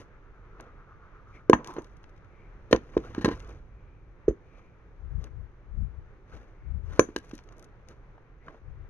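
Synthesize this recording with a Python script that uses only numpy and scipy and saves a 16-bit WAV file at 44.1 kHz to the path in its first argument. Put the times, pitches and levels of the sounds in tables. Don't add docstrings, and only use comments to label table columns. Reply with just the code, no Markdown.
import sys
import numpy as np
from scipy import signal
from scipy.fft import rfft, irfft
from scipy.io import wavfile
from scipy.ndimage import uniform_filter1d

SR = 44100
rng = np.random.default_rng(int(sys.argv[2]) if len(sys.argv) > 2 else 0)


def store_pcm(level_fs):
    pcm = np.round(np.clip(level_fs, -1, 1) * 32767).astype(np.int16)
    wavfile.write(sys.argv[1], SR, np.atleast_2d(pcm).T)


N = 392049
TIME = np.arange(N) / SR
SHORT = TIME[:SR // 4]
COLOUR_HZ = (1000, 3000, 9000)
# (frequency [Hz], gain [dB])
STONE_COLOUR = [(40, -17), (120, -2), (270, 1), (500, 2.5), (700, -5), (1000, -8), (1300, -4), (1800, -4.5),
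                (2400, -3.5), (3000, -6.5)]


def hammer_blows():
    # (time [s], thud [dB], thud pitch [Hz], thud swell [ms], crack at 1 kHz [dB], at 3 kHz [dB],
    #  at 9 kHz [dB], crack decay [ms], boulder ring [dB], steel ring [dB], ground bump [dB])
    blows = [ (1.4965, -1, 397, 2.2, 15.5, 4, 0.5, 1.3, -2.5, -55.5, -39.5),
             (1.5306, -2, 996, 1.51, 20, 18.5, -39, 1.46, -3.5, -40.5, -48.5),
             (1.781, -28, 354, 3.9, 2, -13, -55, 10, -6, -58, -44),
             (2.727, -7, 512, 2.4, 20, 18.5, -3, 1.65, 0.5, -46, -36),
             (2.9672, -9, 385.5, 1.96, 8, -16, -39.5, 4.9, -2.5, -63, -30.5),
             (4.2802, -9, 407, 3.55, 0.5, -11, -23.5, 7.4, -9.5, -54, -23.5),
             (6.9937, 1.5, 426.5, 1.1, 31.5, 16, 3, 1.3, -13, -26.5, -36)]
    out = np.zeros(N)
    for s, thud_db, hz, swell_ms, *crack_db, decay_ms, ring_db, steel_db, bump_db in blows:
        swell_s = swell_ms / 1000
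        add(out, s, undb(thud_db) * thud(hz, swell_ms))
        add(out, s + swell_s / 2, boulder(fracture(crack_db, decay_ms), ring_db))
        add(out, s + swell_s, undb(steel_db) * hammer_head() + undb(bump_db) * ground())
    return out


def thud(hz, swell_ms):
    age = SHORT * 1000 / swell_ms
    return (age * np.exp(1 - age)) ** 2 * np.sin(2 * np.pi * hz * SHORT)


def crack(decay_ms, rise_ms=.35):
    age_ms = SHORT * 1000
    envelope = np.exp(-age_ms / decay_ms) * (1 - np.exp(-age_ms / rise_ms))
    burst = grains(len(SHORT), share=.4, spread_db=3) * envelope
    spectrum = rfft(burst, 2 * len(SHORT))
    power = uniform_filter1d(np.abs(spectrum) ** 2, size=400, mode="mirror")
    hz = np.linspace(1, SR / 2, len(power))
    flatten_db = -10 * np.log10(np.maximum(power, 1e-9))
    return colour(burst, np.column_stack([hz, flatten_db]))


def fracture(band_db, decay_ms):
    bass_db = band_db[0] + 20 * np.log10(min(decay_ms / 9, 1))
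    shape = [(500, bass_db), *zip(COLOUR_HZ, band_db), (11500, band_db[2]), (14500, band_db[2] - 12)]
    return colour(crack(decay_ms), shape)


def boulder(cracks, ring_db):
    # (frequency [Hz], width [Hz], gain [dB])
    modes = [(1020, 100, 6), (1620, 90, 4), (1810, 100, 6), (2980, 170, 6), (4020, 350, 5)]
    ring = sum(undb(db + ring_db) * band(cracks, hz, width) for hz, width, db in modes)
    return colour(cracks + ring, STONE_COLOUR)


def hammer_head():
    # (frequency [Hz], relative level [dB], t60 [s])
    modes = [(6200, 0, .09), (6222, -17, .19), (6885, -7, .15), (10400, -15, .14)]
    return sum(undb(db - 60 * SHORT / t60) * np.sin(2 * np.pi * hz * SHORT) for hz, db, t60 in modes)


def ground():
    return thud(hz=52, swell_ms=10) + undb(-2.5) * thud(hz=152, swell_ms=3.8)


def rock_knocks(swell_cycles=.7, bump_db=-22.5):
    # (time [s], thud [dB], thud pitch [Hz], crack [dB], brightness [dB/octave], crack decay [ms])
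    knocks = [ (1.5329, -9, 283, 19, -11, 7.8), (1.7636, -40, 297, 0.5, -10, 9),
              (2.7106, -23.5, 416, -8.5, 0.5, 9.6), (2.7299, -8, 297, 13, -9, 3.4),
              (2.7462, -14, 397, 10, -14, 7.4), (3.147, -38.5, 258, 0, -6, 1.2),
              (3.209, -38, 249, -2, -4, 17), (3.1796, -19, 285, -4.5, -5.5, 12),
              (3.244, -12.5, 211, 15, -4, 10), (3.2566, -13.5, 381, 11.5, -7.5, 2.4),
              (3.2792, -15, 290, 8, -8.5, 16), (3.2868, -21.5, 425, 6, -6.5, 1.4),
              (3.311, -23.5, 320, 2, -6.5, 15), (4.308, -24, 356, -19.5, -7, 5),
              (7.0875, -31.5, 308, -9.5, -15, 1.8), (7.161, -22.5, 354, 6.5, -2, 2.26),
              (7.177, -41.5, 309, -24, 3, 5.6), (7.333, -29.5, 277, -20, 0, 19),
              (8.179, -44.5, 800, -18.5, -12, 5.1), (8.4817, -36, 945, 3, -14.5, 2.2),
              (8.544, -45.5, 610, -15.5, -17.5, 6)]
    thuds, cracks = np.zeros((2, N))
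    for s, thud_db, hz, crack_db, bright_db, decay_ms in knocks:
        swell_s = swell_cycles / hz
        body = thud(hz, swell_s * 1000) + undb(bump_db) * ground()
        add(thuds, s, undb(thud_db) * body)
        band_db = tilt(crack_db, bright_db, top_db=-6)
        add(cracks, s + swell_s / 2, fracture(band_db, decay_ms))
    return thuds + boulder(cracks, ring_db=2.5)


def slab_grinding(push_s=.032):
    # (peak time [s], level [dB])
    pushes = [(1.60, -48), (1.698, -42.5), (1.784, -48.5)]
    # (frequency [Hz], relative level [dB])
    modes = [(290, -5.5), (1000, 0)]
    rubbing = sum(undb(db) * swell(TIME - s, push_s, push_s) for s, db in pushes)
    return rubbing * sum(undb(db) * narrow_noise(hz, width_hz=230) for hz, db in modes)


def ground_rumble(peak_s, rise_s, fall_s, db):
    return undb(db) * swell(TIME - peak_s, rise_s, fall_s) * narrow_noise(hz=46, width_hz=70)


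def falling_chips():
    # (time [s], level [dB], brightness [dB/octave])
    landings = [(0.5996, -16.5, -21.5), (0.6078, -25.5, 4), (1.645, -8.5, -4.5), (1.6734, -11, 0.5),
                (1.705, -26, -1), (1.844, -23.5, -1.5), (2.0405, -19, -11), (2.762, -3, -8),
                (2.976, -5.5, -13.5), (3.4021, -15.5, -6.5), (5.2411, -16.5, -1), (7.1859, -17, -1),
                (7.312, -14, -12), (7.389, -17.5, -17), (7.352, -26.5, 7.5), (7.3789, -18, -3.5),
                (7.489, -22, -13), (7.582, -36, 5), (7.6259, -27.5, 3), (7.886, -18.5, -1)]
    # (start [s], length [s], starting level [dB])
    showers = [(1.679, 0.57, -29.5), (3.3, .25, -28), (7.191, .5, -27)]
    out = np.zeros(N)
    for s, db, bright_db in landings:
        add(out, s, chip(db, bright_db, decay_ms=1.5))
    for row in showers:
        for s, db, bright_db in shower(*row, count=14):
            add(out, s, chip(db, bright_db, decay_ms=3.2))
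    return out


def shower(start, length, db, count, fade_db_per_s=13, scatter_db=4.5, bright_db=-4.5):
    ages = length * (np.arange(count) + rng.random(count)) / count
    size, hue = scatter_db * rng.standard_normal((count, 2)).T
    return zip(start + ages, db - fade_db_per_s * ages + size, bright_db + hue)


def chip(db, bright_db, decay_ms):
    shape = [(200, -4), (1000, -11 - bright_db), (3000, -1.5),
             (12000, 2 * bright_db - 10), (15000, 2 * bright_db - 36.5)]
    tick = colour(crack(decay_ms), shape)
    add(tick, 0, undb(-19.5) * clink(low_hz=1410, high_hz=6550, cycles=17))
    return undb(db) * tick


def clink(low_hz, high_hz, cycles):
    hz = low_hz * (high_hz / low_hz) ** rng.random((3, 1))
    t = TIME[:SR // 20]
    ring = np.sum(np.exp(-t * hz / cycles) * np.sin(2 * np.pi * hz * t), axis=0)
    return ring / np.linalg.norm(ring)


def sliding_grit():
    # (peak time [s], rise [s], fall [s], level [dB], brightness [dB/octave])
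    slides = [(.015, 0.059, 0.02, -40, -3), (.612, 0.023, .08, -40, -8.5), (1.361, 0.069, .04, -47, -4.5),
              (1.602, .034, .03, -31.5, -11.5), (1.69, 0.04, .09, -38, -3), (2.41, .04, .05, -55, -7),
              (3.161, 0.32, .06, -39.5, -5), (3.33, 0.038, .10, -34.5, -4.5), (3.52, 0.079, .04, -40, -6),
              (4.60, 0.15, .08, -50, -5.5), (5.242, 0.039, .03, -42, -5), (6.36, .059, .07, -39.5, -5),
              (6.95, .07, .11, -37, -4), (7.30, 0.12, .15, -50.5, -2.5), (7.62, 0.16, .06, -44.5, -10.5),
              (7.90, .023, .04, -43.5, -4.5), (8.475, .035, 0.073, -40, -7)]
    out = np.zeros(N)
    for s, rise, fall, db, bright_db in slides:
        start = max(s - 3 * rise, 0)
        pebbles = np.zeros(N)
        for when, smallness in rng.random(size=(130, 2)):
            add(pebbles, when, undb(21.5 - 12 * smallness) * clink(low_hz=1026, high_hz=4570, cycles=12))
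        sand = undb(.5) * grains(SR, share=.15, spread_db=4)
        rub = (sand + pebbles[:SR]) * swell(TIME[:SR] + start - s, rise, fall)
        band_db = tilt(db, bright_db, top_db=-8.5)
        add(out, start, colour(rub, list(zip(COLOUR_HZ, band_db))))
    uneven_push = undb(2 * walk(rate_hz=90))
    return colour(out, STONE_COLOUR) * uneven_push


def rock_piles(x, near_db, near_t60, far_db, far_t60):
    t = TIME[:SR]
    onset = 1 - np.exp(-(t / .003) ** 2)
    fade = onset * (undb(near_db - 60 * t / near_t60) + undb(far_db - 60 * t / far_t60))
    mid_colour = [(100, 2.5), (260, 3), (450, -3.5), (800, -5.5), (2400, -5), (4000, -11.5), (9000, -10)]
    side_colour = [(200, -13.5), (1000, -4.5), (2400, -.5), (4000, -12), (9000, -11.5)]
    mid = colour(rng.standard_normal(SR) * fade, mid_colour)
    side = colour(rng.standard_normal(SR) * fade, side_colour)
    return np.array([signal.fftconvolve(x, mid + sign * side)[:N] for sign in (1, -1)])


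def wind(fall_s=.042, port_db=(4.5, -24)):
    # (peak time [s], build-up [s], strength [dB])
    gusts = [(5.07, 0.074, -40.5), (5.18, 0.06, -32), (5.42, 0.1, -40), (5.835, .1, -30),
             (5.99, 0.036, -43), (6.36, .04, -47), (6.75, 0.085, -32.5), (6.92, 0.13, -38.5),
             (8.71, .07, -43.5), (8.83, .06, -45.5)]
    # (frequency [Hz], gain [dB])
    buffet_colour = [(15, -15), (40, 1), (60, 5), (90, -4.5), (140, -11.5), (220, -41), (400, -49),
                     (1000, -82)]
    # (frequency [Hz], gain [dB])
    swirl_colour = [(50, -10.5), (120, 2.5), (200, 0), (300, -20.5), (600, -51.5), (2000, -89)]
    strength = sum(undb(db) * swell(TIME - s, build, fall_s) for s, build, db in gusts)
    eddies = colour(rng.standard_normal(N), buffet_colour)
    eddies /= np.sqrt(uniform_filter1d(eddies ** 2, size=2000) + 1e-12)
    swirl = unit(colour(rng.standard_normal(N), swirl_colour)) * undb(17.5) * strength
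    return np.outer(undb(port_db), (eddies + swirl) * strength)


def far_throb(hz, rate_hz, beat_s):
    beat = .65 + .35 * np.cos(2 * np.pi * rate_hz * (TIME - beat_s) + .8 * walk(rate_hz=5))
    envelope = undb(-56) * swell(TIME - .99, rise_s=.83, fall_s=1)
    return narrow_noise(hz, width_hz=380) * beat * envelope


def far_chirps():
    # (peak time [s], half-length [s], pitch [Hz], level [dB])
    chirps = [(1.361, 0.026, 2220, -53), (2.41, 0.085, 2250, -61.5), (4.584, 0.15, 2360, -67),
              (3.89, 0.192, 2370, -70), (6.617, .12, 2180, -71), (8.433, 0.023, 2070, -61.5)]
    return sum(undb(db) * np.exp(-((TIME - s) / half_length) ** 2) * narrow_noise(hz, width_hz=380)
               for s, half_length, hz, db in chirps)


def far_air(rush_band_hz=(900, 3200)):
    # (frequency [Hz], gain [dB])
    air_colour = [(20, 0), (38, 9.5), (70, -1.5), (120, -1), (220, -15), (420, -10.5), (700, -19.5),
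                  (1300, -18.5), (2300, -24.5), (3300, -36.5), (5000, -46.5), (9000, -55.5), (16000, -62.5)]
    # (time [s], gain [dB])
    rush_drift = [(0, 3), (1.8, 3), (3.2, 0.5), (8.89, 1.9)]
    mid, side = (unit(colour(rng.standard_normal(N), air_colour)) for _ in range(2))
    side = colour(side, [(40, -9.5), (120, -11.5), (400, -10), (1200, -6.5), (2500, -.5)])
    air = np.array([mid + side, mid - side])
    rush = signal.sosfilt(signal.butter(1, rush_band_hz, "band", fs=SR, output="sos"), air)
    rush_gain = undb(np.interp(TIME, *np.transpose(rush_drift)) + walk(rate_hz=12))
    return (air - rush + rush * rush_gain) * undb(-54.5 + .8 * walk(rate_hz=4.5))


def undb(db):
    return 10 ** (np.asarray(db) / 20)


def unit(x):
    return x / np.sqrt(np.mean(x ** 2))


def add(track, s, x):
    i = max(int(s * SR), 0)
    track[i:i + len(x)] += x[:N - i]


def colour(x, points, size=8192):
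    hz, db = np.transpose(points)
    grid = np.maximum(np.fft.rfftfreq(size, 1 / SR), 1)
    gain = undb(np.interp(np.log(grid), np.log(hz), db))
    cepstrum = irfft(np.log(gain))
    cepstrum[1:size // 2] *= 2
    cepstrum[size // 2 + 1:] = 0
    impulse = irfft(np.exp(rfft(cepstrum)))
    return signal.fftconvolve(x, impulse)[:len(x)]


def tilt(db, bright_db, top_db):
    octaves = np.log2(np.array(COLOUR_HZ) / COLOUR_HZ[0])
    return db + bright_db * octaves + np.array([0, 0, top_db])


def band(x, hz, width_hz):
    return signal.lfilter(*signal.iirpeak(hz, hz / width_hz, fs=SR), x)


def narrow_noise(hz, width_hz):
    return unit(band(band(rng.standard_normal(N), hz, width_hz), hz, width_hz))


def grains(count, share, spread_db):
    sizes = undb(spread_db * np.minimum(rng.exponential(size=count), 5))
    return unit(rng.choice([-1, 1], count) * sizes * (rng.random(count) < share))


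def swell(t, rise_s, fall_s):
    return np.exp(-np.where(t < 0, (t / rise_s) ** 2, t / fall_s))


def walk(rate_hz):
    hold = int(SR / rate_hz)
    steps = np.repeat(rng.standard_normal(N // hold + 1), hold)
    return unit(uniform_filter1d(uniform_filter1d(steps, hold), hold)[:N])


def scene():
    work = hammer_blows() + rock_knocks() + falling_chips() + sliding_grit() + slab_grinding()
    work += ground_rumble(peak_s=3.35, rise_s=.42, fall_s=.4, db=-46)
    direct = np.array([work, np.roll(work, shift=2)])
    scatter = rock_piles(work, near_db=-39, near_t60=.13, far_db=-67, far_t60=.48)
    background = far_air() + far_throb(hz=1290, rate_hz=8.5, beat_s=.93) + far_chirps()
    return direct + scatter + background + wind()


def record(dry):
    # (frequency [Hz], left gain [dB], right gain [dB])
    ports = [(300, 1.5, 3), (1000, -1, 1), (1550, 0, -1.5), (2370, -1.5, -10), (2880, -5.5, -4.5),
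             (3900, -0.5, -4.5), (5000, 0, -8.5), (6482, 9.5, -13), (7180, -7.5, -21.5),
             (11000, -0.5, -22.5), (12200, -7.5, -20), (13000, -21.5, -28), (16000, -25.5, -28)]
    left = colour(dry[0], [(hz, db) for hz, db, _ in ports])
    right = colour(dry[1], [(hz, db) for hz, _, db in ports])
    clipped = np.clip([left, right], -1, 1)
    steep_lowpass = signal.ellip(8, .2, 70, 16500, fs=SR, output="sos")
    return signal.sosfilt(steep_lowpass, clipped)


dry = scene()
out = record(dry)
store_pcm(out)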